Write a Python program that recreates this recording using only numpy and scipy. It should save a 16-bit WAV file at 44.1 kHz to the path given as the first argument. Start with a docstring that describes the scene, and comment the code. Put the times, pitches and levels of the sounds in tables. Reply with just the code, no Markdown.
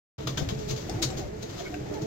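"""Pigeons coo in a small hard-walled cage, close to a hand-held stereo microphone.
One bird to the right repeats a wavering coo, another answers at a higher pitch, with a plainer tone:
each is a few harmonics on a fluttering pitch. Short gliding calls come from further off, and a blurred
flock coos behind, made of tones and coloured noise. Feet, feathers and beaks tap, scuff and knock: noise
bursts, rattling resonances and the modes of the wire, which ring most clearly about a second in.
Below lie a low rumble, soft bumps and puffs of air on the left."""
import sys
import numpy as np
from scipy import signal
from scipy.fft import rfft, irfft
from scipy.io import wavfile

SR = 44100
rng = np.random.default_rng(int(sys.argv[2]) if len(sys.argv) > 2 else 0)


def file_out(sig):
    """Save sig as 16-bit WAV at sys.argv[1]."""
    # one column per channel
    cols = np.atleast_2d(sig).T
    # limit, then scale
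    lim = np.clip(cols, -1, 1)
    pcm = np.round(lim * 32767).astype(np.int16)
    wavfile.write(sys.argv[1], SR, pcm)


N = 90978
T = np.arange(N) / SR  # seconds


def amp(db):
    """Decibels to gain."""
    return 10 ** (np.asarray(db) / 20)


def unit(x):
    """Scales to rms 1, over both channels together."""
    return x / np.sqrt(np.mean(abs(x) ** 2) + 1e-20)


def colour(x, points):
    """Filters by a spectrum of (Hz, dB) points, joined along log frequency."""
    hz, db = np.transpose(points)
    f = np.fft.rfftfreq(N, 1 / SR)
    gain = amp(np.interp(np.log(f + 1), np.log(hz), db))
    return irfft(rfft(x) * gain, N)


def noise(points, same):
    """Coloured stereo noise whose channels are partly alike (same: their correlation)."""
    left, other = rng.standard_normal((2, N))
    same = np.clip(same, -1, 1)
    right = same * left + np.sqrt(1 - same * same) * other
    return unit(colour(np.array([left, right]), points))


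def wander(rate_hz):
    """Smooth random motion of rms 1, falling away above a rate."""
    f = np.fft.rfftfreq(N, 1 / SR)
    return unit(irfft(rfft(rng.standard_normal(N)) / (1 + (f / rate_hz) ** 4), N))


def level(points):
    """Gain along a (s, dB) curve."""
    return amp(np.interp(T, *np.transpose(points)))


def swell(centre, length):
    """A smooth rise and fall that lasts the given length."""
    return np.cos(np.pi * np.clip((T - centre) / length, -.5, .5)) ** 2


# The near birds, a table per coo. Each row: time in seconds, pitch in Hz, level in dB before the harmonics.
LEADING_COOS = [
    [(.17, 215.4, -59), (.21, 221, -30.5), (.25, 207.6, -52), (.29, 221.7, -33), (.34, 212, -54)],
    [(.48, 216.6, -46), (.53, 219.1, -26.5), (.58, 221, -37.5), (.62, 215.6, -31), (.665, 210.3, -35),
     (.71, 216.4, -31.5), (.765, 219, -32.5), (.85, 198.3, -44)],
    [(1.14, 207.2, -54), (1.2, 202.4, -32), (1.25, 197.6, -51), (1.29, 200.1, -34.5), (1.335, 212.7, -34.5),
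     (1.37, 215.4, -35), (1.41, 202.5, -39), (1.455, 228, -30), (1.485, 215, -65)],
    [(1.45, 162.7, -36.5), (1.53, 176.3, -40), (1.63, 193.2, -35.5), (1.72, 195.8, -42), (1.79, 209.6, -35),
     (1.865, 209.1, -44), (1.915, 203.4, -29), (1.97, 211.7, -36), (2.05, 218, -26), (2.08, 217, -27)],
]
SECOND_COOS = [
    [(.18, 305, -46.5), (.28, 316.7, -35), (.32, 296, -43), (.36, 257.2, -46), (.47, 273.7, -35.5),
     (.53, 282, -51)],
    [(.93, 297.4, -51), (.968, 305.3, -37.5), (1.015, 335, -29.5), (1.07, 308, -36.5), (1.1, 300, -55)],
    [(1.15, 329.5, -57), (1.2, 330, -33), (1.24, 335, -61)],
    [(1.67, 294.5, -50), (1.75, 300.3, -36), (1.84, 308, -40.5), (1.89, 300.2, -61), (1.915, 304.7, -28.5),
     (1.98, 278.6, -53), (2.025, 323, -29), (2.07, 305, -81)],
]
# Harmonics of each voice, lowest first. Each row: level in dB, left over right microphone in dB,
# left phase lead in radians.
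LEADING_VOICE = [(-15, 0.5, 0.52), (-5, -5, -2), (-15, -7.5, -2), (-22, 3.5, -3.5)]
SECOND_VOICE = [(-4, -0.45, 0.21), (-19, -2, -0.54)]
JITTER, JITTER_HZ = .007, 40  # rms share of the pitch, rate
FLUTTER, FLUTTER_HZ = 0.15, 45  # rms share of the loudness, rate
EDGE_S = 0.0092  # fade at both ends of a coo


def coo(points, voice):
    """A few harmonics on a wavering pitch, with a flutter of the throat."""
    s, hz, db = np.transpose(points)
    pitch = np.interp(T, s, hz) * (1 + JITTER * wander(JITTER_HZ))
    phase = 2 * np.pi * np.cumsum(pitch) / SR
    gate = np.clip(np.minimum(T - s[0], s[-1] - T) / EDGE_S, 0, 1)
    loud = gate * amp(np.interp(T, s, db)) * (1 + FLUTTER * wander(FLUTTER_HZ))
    tone = np.zeros((2, N))
    for k, (harmonic_db, left_db, lead) in enumerate(voice, 1):
        left = amp(left_db) * np.sin(k * phase + lead)
        right = np.sin(k * phase)
        tone += amp(harmonic_db) * np.array([left, right])
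    return np.sqrt(2) * loud * tone


# Short calls and squeaks from further off. Each row: centre in seconds, length in seconds, pitch in Hz,
# glide as a share of the pitch per length, level in dB, roughness 0-1.
FAR_CALLS = [(0.791, 0.035, 560, -.04, -42, .3), (0.897, 0.038, 737, 0.33, -40, 0.42),
             (0.94, 0.11, 878, -.03, -48, 0.42), (0.999, 0.073, 758, 0.17, -43.5, 0.1),
             (1.112, 0.076, 758, -0.066, -44, 0.37), (1.25, .16, 594, 0.085, -46, 0),
             (1.225, 0.064, 750, -0.26, -43, 0.2), (1.607, 0.035, 694, 0.0031, -37, 0.3),
             (1.669, 0.046, 2198, 0.066, -40.5, 0.48), (1.67, 0.05, 1510, -0.017, -47.5, 0.9),
             (1.742, 0.061, 721, 0.047, -41, 0.34), (1.869, 0.037, 773, -0.12, -40, 0.97),
             (1.975, 0.09, 850, -0.23, -43, 0.6)]


def far_calls(rasp_share=0.11, lead=1.35):
    """Brief gliding notes, some clear and some hoarse; random flicker of the tone makes them hoarse."""
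    out = np.zeros((2, N))
    for centre, length, hz, glide, db, rough in FAR_CALLS:
        pitch = hz * (1 + glide * np.clip((T - centre) / length, -1, 1))
        rough = np.clip(rough, 0, 1)
        flicker = wander(rasp_share * hz) + 1j * wander(rasp_share * hz)
        rasp = np.sqrt(2 * (1 - rough ** 2)) + rough * flicker
        note = amp(db) * swell(centre, length) * rasp * np.exp(2j * np.pi * np.cumsum(pitch) / SR)
        right = note * np.exp(1j * lead)  # phase lead in radians
        out += [note.real, right.real]
    return out


# How bright sounds lean to the left microphone. Each row: frequency in Hz, left minus right in dB.
LEFT_LEAN = [(200, -16.5), (800, 1), (1500, 4.5), (3000, 7), (4500, 10.5), (6500, 9), (8500, 4), (12000, 2),
             (16000, 13)]
LEFT_LAG_S = .0004


def lean(x):
    """Bright sounds reach the left microphone louder and a little later."""
    left = np.interp(T - round(LEFT_LAG_S * SR) / SR, T, x[0])
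    right = colour(x[1], [(hz, -db) for hz, db in LEFT_LEAN])
    return np.array([left, right])


# Taps and scuffs on the floor. Each row: start in seconds, level in dB, rise in seconds,
# fall time constant in seconds, body in dB over the level (before BODY_DB), ring in dB over the level.
FLOOR_TAPS = [(0.185, -56.5, 0.0023, 0.048, 14.5, -18), (0.27, -31.5, 0.0017, 0.02, 0.5, -28),
              (0.3722, -29.5, 0.0018, 0.021, -3, -22), (0.4871, -33, 0.0017, 0.016, 3, -31),
              (0.584, -44.5, 0.0081, 0.02, 0, -11), (0.673, -32, 0.038, 0.015, -8.5, -12),
              (0.757, -41, 0.0065, 0.072, -6, -17), (0.895, -29.5, 0.00073, 0.0028, -4, -27),
              (1.017, -23, 0.01, 0.0084, -35, 0.5), (1.032, -30, 0.0075, 0.0084, -7, 0),
              (1.099, -45, 0.005, 0.0076, 5, -28), (1.162, -37, 0.017, 0.026, -5.5, -37),
              (1.42, -37.5, 0.012, 0.0065, -27, -3.5), (1.488, -45.5, 0.01, 0.019, 0, -9),
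              (1.553, -42.5, 0.045, 0.031, 1.5, -36), (1.74, -40, 0.00091, 0.0047, -21, -29),
              (1.92, -46.5, 0.022, .02, -13, -22), (2.008, -42.5, 0.015, 0.014, -25, -26)]
# Spectra of the crisp part and the body of a tap. Each row: frequency in Hz, density in dB per Hz.
CRISP_SPECTRUM = [(500, -37), (1500, -6), (2600, -3.5), (3500, 1), (4800, 2.5), (6700, 3.5), (8000, -14),
                  (10500, -25), (12500, -12.5), (16000, -16)]
BODY_SPECTRUM = [(40, -29), (120, -23.5), (280, -1), (600, 4), (1250, 4.5), (2000, -7), (2700, -1.5),
                 (3350, 4.5), (4100, 2.5), (16000, -93)]
# Modes of the wire floor. Each row: frequency in Hz, relative level in dB.
WIRE_MODES = [(3833, 6), (3993, 4), (4112, 3), (4260, 3), (4447, 6), (4568, 3), (5575, 1), (5735, 0),
              (6615, 5), (6750, 6), (7218, 1), (8344, -6)]
BODY_DB, TAP_SAME, WIRE_T60_S = -2, 0.28, .05  # body trim, likeness of the channels, 60 dB decay


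def taps(grain_db=1.0, grain_hz=900, clump_db=3.0, clump_hz=130):
    """Grainy bursts of claw and feather on the floor; noise in each tap's shape rings the wire modes."""
    crisp, body, ring = np.zeros((3, N))
    for s, db, rise, fall, body_db, ring_db in FLOOR_TAPS:
        decay = np.exp(-np.maximum(T - s - rise, 0) / fall)
        push = amp(db) * np.clip((T - s) / rise, 0, 1) * decay
        crisp += push
        body += push * amp(body_db)
        ring += push * amp(ring_db)
    grain = unit(amp(grain_db * wander(grain_hz) + clump_db * np.tanh(wander(clump_hz))))
    crisp_noise = crisp * noise(CRISP_SPECTRUM, TAP_SAME)
    body_noise = amp(BODY_DB) * body * noise(BODY_SPECTRUM, TAP_SAME)
    t = T[:SR // 4]
    wire = sum(amp(db - 60 * t / WIRE_T60_S) * np.sin(2 * np.pi * hz * t) for hz, db in WIRE_MODES)
    wire /= np.linalg.norm(wire)
    drive = ring * rng.standard_normal((2, N))
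    rung = signal.fftconvolve(drive, wire[None], axes=1)[:, :N]
    return lean(grain * (crisp_noise + body_noise) + rung)


# Claws and beaks on different parts of the cage. Each row: start in seconds, main resonance in Hz,
# second resonance in Hz, level of the main one in dB at the left, fall time constant in seconds.
CAGE_KNOCKS = [(0.27, 3580, 1230, -34, 0.013), (0.376, 3420, 1544, -22.5, 0.0064),
               (0.896, 5420, 8500, -41.5, 0.0091), (1.1, 7600, 5540, -47, 0.019),
               (1.7415, 2540, 1605, -27, 0.0032)]
SECOND_DB, KNOCK_RISE_S = -5.5, 0.0014  # second resonance against the main one
KNOCK_RATTLE, KNOCK_RATTLE_HZ = 0.74, 280  # depth, rate
KNOCK_LEFT_DB = 6  # left over right


def knocks():
    """Each knock sets two resonances of one cage part rattling briefly."""
    out = np.zeros((2, N))
    for s, main_hz, second_hz, db, fall in CAGE_KNOCKS:
        t = np.maximum(T - s, 0)
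        push = amp(db) * np.minimum(t / KNOCK_RISE_S, 1) * np.exp(-t / fall)
        for hz, gain in (main_hz, 1), (second_hz, amp(SECOND_DB)):
            flicker = wander(KNOCK_RATTLE_HZ) + 1j * wander(KNOCK_RATTLE_HZ)
            rattle = 1 + KNOCK_RATTLE * flicker
            out += gain * push * (rattle * np.exp(2j * np.pi * hz * t)).real
    return out * amp([[0], [-KNOCK_LEFT_DB]])


CAGE_T60_S, TAP_WET_DB, VOICE_WET_DB = 0.2, -4, -19  # 60 dB decay, echo against direct sound


def cage(x, wet_db):
    """Adds the short dense echo of the cage walls, a decaying noise tail."""
    t = T[:SR // 2]
    tail = rng.standard_normal((2, len(t))) * amp(-60 * t / CAGE_T60_S)
    tail *= np.minimum(t / 0.0008, 1)  # soft start
    tail /= np.linalg.norm(tail, axis=1, keepdims=True)
    return x + amp(wet_db) * signal.fftconvolve(x, tail, axes=1)[:, :N]


# Low bumps of the cage. Each row: centre in seconds, length in seconds, pitch in Hz, level in dB.
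CAGE_BUMPS = [(0.305, 0.17, 128.6, -35.5), (0.394, 0.07, 145, -35), (0.484, 0.044, 105, -35.5),
              (0.739, 0.13, 133.1, -32), (0.941, 0.094, 78, -36), (0.965, 0.06, 115.6, -33),
              (1.075, 0.081, 129.2, -30), (1.171, 0.042, 138.3, -33), (1.818, 0.084, 124.1, -37),
              (2.031, 0.022, 134, -27.5)]


def bumps():
    """Soft hollow booms of the cage: swelling low tones, alike in both microphones."""
    out = np.zeros(N)
    for centre, length, hz, db in CAGE_BUMPS:
        tone = np.sin(2 * np.pi * (hz * T + rng.random()))
        out += amp(db) * swell(centre, length) * tone
    return np.sqrt(2) * out * np.ones((2, 1))


# Air buffeting the left microphone. Each row: centre in seconds, length in seconds, level in dB.
AIR_PUFFS = [(0.421, 0.048, -24.5), (0.53, 0.021, -31), (0.602, 0.2, -37.5), (0.716, 0.084, -30),
             (1.257, 0.09, -35), (1.816, 0.025, -36)]
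# Spectrum of a puff. Each row: frequency in Hz, density in dB per Hz.
PUFF_SPECTRUM = [(20, 2), (60, -1), (140, 3.5), (260, -12), (450, -9.5), (1000, -23), (4000, -56)]


def puffs():
    """Moving air thuds on the left microphone only, as swells of low noise."""
    loud = sum(amp(db) * swell(centre, length) for centre, length, db in AIR_PUFFS)
    return noise(PUFF_SPECTRUM, 0) * loud * np.array([[1], [0]])


# Loudness of the blurred flock, shared by crowd and background. Each row: time in seconds, level in dB.
FLOCK_LEVEL = [(.2, -47), (.45, -39), (.62, -47.5), (.82, -44), (.92, -38.5), (1.18, -39), (1.3, -44),
               (1.55, -43), (1.8, -43.5), (1.95, -38), (2.06, -43.5)]
CROWD_HZ, CROWD_OCTAVES = 305.5, 0.16  # typical pitch, rms spread of pitch
CROWD_DB = -7  # against FLOCK_LEVEL


def crowd(count=4, turn_hz=3.5, swell_db=5, fall_db=-8):
    """Birds further back coo over one another, each gliding and swelling on its own."""
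    out = np.zeros((2, N))
    for _ in range(count):
        glide = 2 ** (CROWD_OCTAVES * wander(turn_hz))
        pitch = CROWD_HZ * glide * (1 + JITTER * wander(JITTER_HZ))
        phase = 2 * np.pi * np.cumsum(pitch) / SR
        tone = np.zeros((2, N))
        for k in range(1, 4):
            start = 2 * np.pi * rng.random((2, 1))  # each microphone has its own phase
            tone += amp(fall_db * (k - 1)) * np.sin(k * phase + start)
        out += tone * amp(swell_db * np.tanh(wander(2 * turn_hz)))
    return amp(CROWD_DB) * unit(out) * level(FLOCK_LEVEL)


# Spectra of rumble, flock and rustle (before its lean). Each row: frequency in Hz, density in dB per Hz.
RUMBLE_SPECTRUM = [(20, -17), (42, -3), (70, 0.5), (100, 2), (135, 2.5), (185, -3.5), (260, -8.5),
                   (400, -15.5), (1500, -72)]
FLOCK_SPECTRUM = [(100, -5.5), (220, -10), (350, 4.5), (500, -1.5), (720, -6.5), (1050, -18.5), (2000, -16),
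                  (3000, -28), (8000, -44)]
RUSTLE_SPECTRUM = [(300, -12.5), (1200, 8.5), (2600, 5), (3800, 6), (6700, 5), (8200, -7.5), (10500, -24),
                   (12500, -7), (16000, -17)]
# Loudness of rumble and rustle (before its lean and flicker). Each row: time in seconds, level in dB.
RUMBLE_LEVEL = [(.2, -40), (.4, -35.5), (.62, -37.5), (.82, -41.5), (.92, -36), (1.17, -37.5), (1.36, -42),
                (1.7, -42), (1.88, -40), (2.06, -43.5)]
RUSTLE_LEVEL = [(.2, -49), (.55, -45.5), (.95, -46), (1.15, -46), (1.33, -53), (1.55, -44), (1.8, -48.5),
                (2.06, -49)]
RUMBLE_SAME, FLOCK_SAME = 1, 0.01  # likeness of the channels


def background(rustle_db=0.93, rustle_hz=40):
    """Coloured noises: low rumble, the blurred rest of the flock, and a faint flickering rustle."""
    rumble = noise(RUMBLE_SPECTRUM, RUMBLE_SAME) * level(RUMBLE_LEVEL)
    flock = noise(FLOCK_SPECTRUM, FLOCK_SAME) * level(FLOCK_LEVEL)
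    flicker = amp(rustle_db * wander(rustle_hz))
    rustle = lean(noise(RUSTLE_SPECTRUM, TAP_SAME)) * level(RUSTLE_LEVEL) * flicker
    return rumble + flock + rustle


def scene():
    """Near birds, far calls and floor sounds echo in the cage; the other layers are added without echo."""
    leading = sum(coo(points, LEADING_VOICE) for points in LEADING_COOS)
    second = sum(coo(points, SECOND_VOICE) for points in SECOND_COOS)
    birds = cage(leading + second + far_calls(), VOICE_WET_DB)
    floor = cage(taps() + knocks(), TAP_WET_DB)
    return birds + floor + crowd() + bumps() + puffs() + background()


START_S, OPEN_S, CUT_HZ = .18, .004, 16150  # opening time, fade-in, upper band limit


def record(dry):
    """The microphone opens after a moment of silence; then a low-pass sets the band limit."""
    opened = dry * np.clip((T - START_S) / OPEN_S, 0, 1)
    low_pass = signal.firwin(511, CUT_HZ, window=("kaiser", 9), fs=SR)
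    return signal.oaconvolve(opened, low_pass[None], "same")


dry = scene()
out = record(dry)
file_out(out)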